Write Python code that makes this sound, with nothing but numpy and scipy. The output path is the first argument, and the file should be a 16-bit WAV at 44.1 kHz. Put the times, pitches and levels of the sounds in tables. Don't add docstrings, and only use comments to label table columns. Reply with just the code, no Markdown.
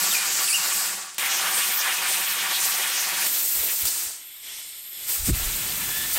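import sys
import numpy as np
from scipy import signal
from scipy.fft import rfft, irfft, next_fast_len
from scipy.io import wavfile
from scipy.ndimage import map_coordinates

SR = 44100
rng = np.random.default_rng(int(sys.argv[2]) if len(sys.argv) > 2 else 0)


def wav_record(signal):
    frames = np.transpose(np.atleast_2d(signal))
    bounded = np.clip(frames, -1, 1)
    quanta = np.round(bounded * 32767).astype(np.int16)
    wavfile.write(sys.argv[1], SR, quanta)


N = 272563
T = np.arange(N) / SR
SIZE = next_fast_len(N)
HZ = np.maximum(np.fft.rfftfreq(SIZE, 1 / SR), 1)

FRONT_S, CLOSE_S = 1.182, 3.265
TOP_HZ = 15750
ATTACK_DB_PER_S = 225
SPLASH_DB_PER_HISS_DB, SIZZLE_DB_PER_HISS_DB = 1, 1.65
SLIP_HISS_DB_PER_SIZZLE_DB = 0.65
FLARE_HALF_WIDTH_HZ = 444
FLARE_TRIM_DB, TONE_TRIM_DB = -3, 0.5
GARAGE_T60_S = 0.6

# freq_hz, gain_db
SIDE_COLOUR = [(40, -44), (110, -30), (200, -25), (400, -18.5), (700, -10.5), (1300, -4.5), (2400, -5),
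               (3600, -6.5), (4700, 0), (6300, -1), (7800, 3.5), (10000, -5), (13000, -0.5), (15500, -6.5)]
FRONT_COLOUR = [(40, -49), (100, -26), (190, -20.5), (300, -18), (600, -7.5), (950, -2), (2700, 3.5),
                (4000, 0.5), (7300, 0.5), (8600, 3), (10600, -2), (12000, 6), (13500, 9.5), (15500, 0.5)]
CLOSE_COLOUR = [(40, -23), (200, -16), (500, -12.5), (1000, -10.5), (2100, -5.5), (3500, -4.5),
                (5800, -2.5), (7000, -0.5), (8300, 3.5), (9300, 0), (10400, -5), (12200, -1), (13600, 1),
                (15500, -2.5)]
# centre_hz, width_hz, lift_db
GARAGE_RESONANCES = [(194.6, 53, 10.5), (370.5, 66, 9), (770, 30, 5.5), (945, 66, 5), (1160, 39, 5),
                     (1475, 41, 0.5), (1717, 78, 3), (1930, 47, 3), (2385, 30, 4.5), (2740, 50, -3.5)]
# freq_hz, gain_db
BAR_COLOUR = [(60, -13), (300, -10.5), (1300, -7), (2200, 0.5), (4600, 1), (6000, -6), (7500, 4.5),
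              (10700, -6.5), (13500, 10), (15500, 0)]
# centre_hz, width_hz, lift_db
BAR_RESONANCES = [(2140, 310, 4.7), (3400, 970, 6.5), (4150, 210, 2.2), (5300, 620, 5.7), (7260, 500, 3),
                  (8340, 670, 10.6), (9600, 690, 10.4), (11650, 670, 20), (12730, 800, 18),
                  (14400, 550, 14)]
# time_s, seal_0_to_1
NOZZLE_SEAL = [(4.12, 0), (4.27, .9), (4.42, .97), (4.53, .85), (4.68, 1), (4.97, 1), (5.08, .05),
               (5.12, 0)]
# time_s, hiss_db, lows_above_hiss_db, treble_above_hiss_db
BAR_AIR = [(4.22, -47.5, -0.5, 4), (4.418, -47, -3, 3), (4.45, -40.5, -2.5, -4), (4.492, -41, 0.5, -2),
           (4.594, -41, 0, -1), (4.626, -38.5, -8, -6), (4.902, -44.5, -4, 4), (5.05, -34.5, -4, 0)]
# time_s, half_length_s, centre_hz, level_before_trim_db
EDGE_FLARES = [(0.345, 0.064, 6900, -24.5), (.51, .035, 8950, -21.5), (.758, 0.071, 7900, -29),
               (1.248, 0.033, 1960, -26.5), (1.345, 0.052, 6100, -24.5), (1.462, 0.073, 1350, -28.5),
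               (1.57, .04, 8600, -24), (1.763, 0.045, 14000, -22.5), (1.805, 0.02, 5950, -24.5),
               (1.873, 0.022, 1530, -22), (2.115, 0.053, 8700, -26), (2.285, .05, 14000, -27),
               (2.55, .03, 3900, -24), (2.994, 0.054, 6100, -25.5), (3.65, 0.029, 533, -43),
               (3.882, 0.011, 5000, -27), (4.543, 0.094, 5700, -41.5), (4.55, .07, 9400, -45),
               (5.295, 0.006, 1800, -33)]
# time_s, pitch_hz, level_before_flutter_and_trim_db, overtones_above_fundamental_db
LIP_WHISTLES = [
    [(.105, 3800, -39, -27), (.122, 3600, -29, -20), (.133, 2735, -37, -14), (.148, 2487, -29.5, -8),
     (.165, 2380, -24.5, -20), (.18, 2420, -37, -17)],
    [(.41, 4540, -44, -20), (.435, 4560, -36, -20), (.455, 4620, -44, -20)],
    [(.477, 3700, -34, -12), (.484, 2770, -32, -13), (.505, 2335, -32, 8), (.523, 2340, -31, 5),
     (.54, 2810, -27.5, -4), (.558, 2820, -20.5, -20), (.575, 2690, -32, -18)],
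    [(5.74, 1690, -50, -12), (5.8, 1735, -50, -8), (5.9, 1696, -41, 0), (6.0, 1745, -38.5, 4),
     (6.05, 1766, -41, -3), (6.075, 1760, -53, -9)],
]
# start_s, level_db, decay_s
NOZZLE_SPITS = [(1.145, -32, 0.0025), (1.182, -18.5, .004), (3.266, -14.5, 0.0043), (3.853, -17, .004)]
# time_s, half_length_s, level_db, corner_hz
MIC_GUSTS = [(3.27, 0.0021, -51, 294), (3.588, 0.039, -48.5, 86), (3.85, 0.014, -40.5, 111),
             (4.07, 0.012, -53, 102), (5.228, 0.025, -31.5, 55), (5.297, 0.014, -19.5, 307),
             (5.312, 0.0165, -19.5, 76.4), (5.336, 0.021, -24, 116), (5.426, 0.091, -31, 44.7),
             (5.737, 0.38, -44.5, 222)]
# start_s, end_s, hiss_db, splash_above_hiss_db, sizzle_above_hiss_db, release_db_per_s
JET_STRETCHES = [(0, 0.848, -27, -4, -3, 51.5), (1.17, 3.265, -29, .5, -2.5, 91),
                 (3.265, 3.82, -28.5, -6.5, 5.5, 250), (3.856, 4.033, -29, -10.5, -0.5, 68),
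                 (5.098, 5.12, -28, -9, 5.5, 51), (5.262, 5.301, -26.5, -11, 1, 500),
                 (5.351, 6.18, -31.5, -4, 3.5, 102)]
# time_s, half_length_s, sizzle_lift_db, splash_change_db
RUBBER_SLIPS = [(0.043, 0.044, 4, 1.5), (.135, 0.023, 6, -1), (0.424, .025, 3.5, 0.5), (.53, .04, 0, -6.5),
                (0.815, 0.032, 0.5, -3), (1.58, 0.041, 4, 0), (1.672, 0.039, 4.5, -0.5),
                (1.773, 0.03, -2.5, -4.5), (2.02, 0.059, -2.5, 1), (2.142, 0.047, 4, -0.5),
                (2.277, 0.049, -1, -2), (2.46, 0.044, -2.5, 1), (2.67, 0.082, 5, -3),
                (2.862, 0.014, -2.5, 0.5), (3.027, 0.098, 0, -3), (3.257, 0.055, 5.5, -1.5),
                (3.5, 0.058, 0.5, -4.5), (3.768, 0.035, -1.5, -6), (3.871, 0.028, 6.5, 4),
                (6.14, 0.011, 7, -3.5), (6.175, 0.02, 3.5, 8)]


def undb(db):
    return 10 ** (np.asarray(db) / 20)


def unit(x):
    return x / np.sqrt(np.mean(x ** 2))


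def curves(table):
    time_s, *columns = np.transpose(table)
    return [np.interp(T, time_s, column) for column in columns]


def bell(x, centre, half):
    return 2 ** -np.minimum(((x - centre) / half) ** 2, 100)


def below(corner_hz, order):
    return 1 / (1 + (HZ / corner_hz) ** order)


def humps(resonances):
    return sum(lift_db * bell(HZ, hz, width_hz / 2) for hz, width_hz, lift_db in resonances)


def colour(points, resonances=()):
    hz, db = np.transpose(points)
    broad_db = np.interp(np.log(HZ), np.log(hz), db)
    return undb(broad_db + humps(resonances))


def filtered(x, gain):
    return irfft(rfft(x, SIZE) * gain, SIZE)[:N]


def noise(gain):
    return unit(filtered(rng.standard_normal(N), gain))


def walk(rate_hz):
    return noise(below(rate_hz, order=4))


def rumble():
    return undb(-76.5) * noise(below(130, order=3))


def gusts():
    out = 0
    for time_s, half_s, level_db, corner_hz in MIC_GUSTS:
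        window = bell(T, time_s, half_s)
        band = below(corner_hz, order=4) * (1 - below(26, order=4))
        swell = unit(window * noise(band))
        out = out + undb(level_db) * swell * np.sqrt(np.mean(window ** 2))
    return out


def garage(x):
    spectrum = below(7700, order=4) * undb(2 * humps(GARAGE_RESONANCES))
    tail = noise(spectrum) * undb(-60 * T / GARAGE_T60_S)
    return signal.fftconvolve(x, unit(tail[:SR]) / np.sqrt(SR))[:N]


def spits():
    envelope = 0
    for start_s, level_db, decay_s in NOZZLE_SPITS:
        decay = np.exp(-np.abs(T - start_s) / decay_s)
        envelope = envelope + undb(level_db) * (T >= start_s) * decay
    return noise(colour(CLOSE_COLOUR)) * envelope


def whistle(table, pitch_waver=0.0184, flutter_db=3.0, overtone_step_db=-7):
    pitch_hz, level_db, overtone_db = curves(table)
    phase = 2 * np.pi * np.cumsum(pitch_hz * (1 + pitch_waver * walk(315))) / SR
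    overtones = unit(sum(undb(overtone_step_db * k) * np.sin((k + 2) * phase) for k in range(3)))
    overtone_gain = undb(overtone_db)
    tone = (unit(np.sin(phase)) + overtone_gain * overtones) / np.hypot(1, overtone_gain)
    sounding = (T > table[0][0]) & (T < table[-1][0])
    return sounding * undb(level_db + flutter_db * walk(130)) * tone


def flares():
    out = 0
    for time_s, half_s, centre_hz, level_db in EDGE_FLARES:
        half_hz = FLARE_HALF_WIDTH_HZ * np.sqrt(centre_hz / 1000)
        band = noise(bell(HZ, centre_hz, half_hz))
        out = out + undb(level_db) * bell(T, time_s, half_s) * band
    return undb(FLARE_TRIM_DB) * out


def reflections(share, spread_s, count=70):
    lags_s = rng.uniform(spread_s / 10, spread_s, count)
    sizes = unit(rng.standard_normal(count))
    echoes = np.zeros(SIZE)
    echoes[(lags_s * SR).astype(int)] = share * sizes / np.sqrt(count)
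    return np.abs(1 + rfft(echoes))


def turbulence(gain, flicker_db, rate_hz, count=12):
    root_centres = np.linspace(0, np.sqrt(TOP_HZ), count)
    depths_db = flicker_db * (1 + 0.82 * bell(root_centres ** 2, 0, 1100))
    air = noise(gain)
    out = 0
    for row, depth_db in zip(np.eye(count), depths_db):
        band = filtered(air, np.interp(np.sqrt(HZ), root_centres, row))
        out = out + band * undb(depth_db * walk(rate_hz))
    return out


def stretch_fade(start_s, end_s, release_db_per_s):
    rise_db = -ATTACK_DB_PER_S * np.maximum(start_s - T, 0)
    return rise_db - release_db_per_s * np.maximum(T - end_s, 0)


def jet_levels(from_s, to_s):
    levels_db = []
    for start_s, end_s, hiss_db, splash_db, sizzle_db, release_db_per_s in JET_STRETCHES:
        if from_s < (start_s + end_s) / 2 < to_s:
            fade_db = stretch_fade(start_s, end_s, release_db_per_s)
            splash_db = splash_db + SPLASH_DB_PER_HISS_DB * fade_db
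            sizzle_db = sizzle_db + SIZZLE_DB_PER_HISS_DB * fade_db
            levels_db.append(hiss_db + np.array([fade_db, splash_db, sizzle_db]))
    slips_db = 0
    for time_s, half_s, lift_db, change_db in RUBBER_SLIPS:
        if from_s < time_s < to_s:
            shifts_db = [SLIP_HISS_DB_PER_SIZZLE_DB * lift_db, change_db, lift_db]
            slips_db = slips_db + np.outer(shifts_db, bell(T, time_s, half_s))
    hiss_db, splash_db, sizzle_db = np.max(levels_db, axis=0) + slips_db
    return hiss_db, splash_db - hiss_db, sizzle_db - hiss_db


def air_stream(levels_db, air):
    hiss_db, splash_db, sizzle_db = levels_db
    low, high = below(4000, order=14), below(10700, order=30)
    splash = unit(filtered(air, low))
    hiss = unit(filtered(air, high - low))
    sizzle = unit(filtered(air, 1 - high))
    return undb(hiss_db) * (hiss + undb(splash_db) * splash + undb(sizzle_db) * sizzle)


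def wander(x, drift=0.005, rate_hz=3):
    place = np.cumsum(1 + drift * walk(rate_hz))
    return map_coordinates(x, [place], order=5, mode="mirror")


def bar_air(ripple):
    air = turbulence(ripple * colour(BAR_COLOUR, BAR_RESONANCES), flicker_db=0.8, rate_hz=19)
    return air_stream(curves(BAR_AIR), wander(air))


def jet():
    ripple = reflections(share=0.36, spread_s=0.02)
    side_air = turbulence(ripple * colour(SIDE_COLOUR, GARAGE_RESONANCES), flicker_db=1.6, rate_hz=26)
    side = air_stream(jet_levels(0, FRONT_S), side_air)
    front_air = turbulence(ripple * colour(FRONT_COLOUR, GARAGE_RESONANCES), flicker_db=1.42, rate_hz=27)
    front = air_stream(jet_levels(FRONT_S, CLOSE_S), front_air)
    near_ripple = reflections(share=0.3, spread_s=0.012)
    free_air = turbulence(near_ripple * colour(CLOSE_COLOUR), flicker_db=1.0, rate_hz=24)
    free = air_stream(jet_levels(CLOSE_S, T[-1]), free_air)
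    seal = np.clip(curves(NOZZLE_SEAL)[0], 0, 1)
    close = np.sqrt(1 - seal) * free + np.sqrt(seal) * bar_air(near_ripple)
    return np.select([T < FRONT_S, T < CLOSE_S], [side, front], close)


def scene():
    air = jet() + flares() + spits()
    tones = sum(whistle(table) for table in LIP_WHISTLES)
    room = undb(-7) * garage(tones) + undb(-28.5) * garage(air)
    mono = air + undb(TONE_TRIM_DB) * tones + room + gusts() + rumble()
    return np.array([mono, mono])


def record(dry):
    top_cut = signal.ellip(12, 0.1, 80, TOP_HZ, fs=SR, output="sos")
    return signal.sosfilt(top_cut, dry)


dry = scene()
out = record(dry)
wav_record(out)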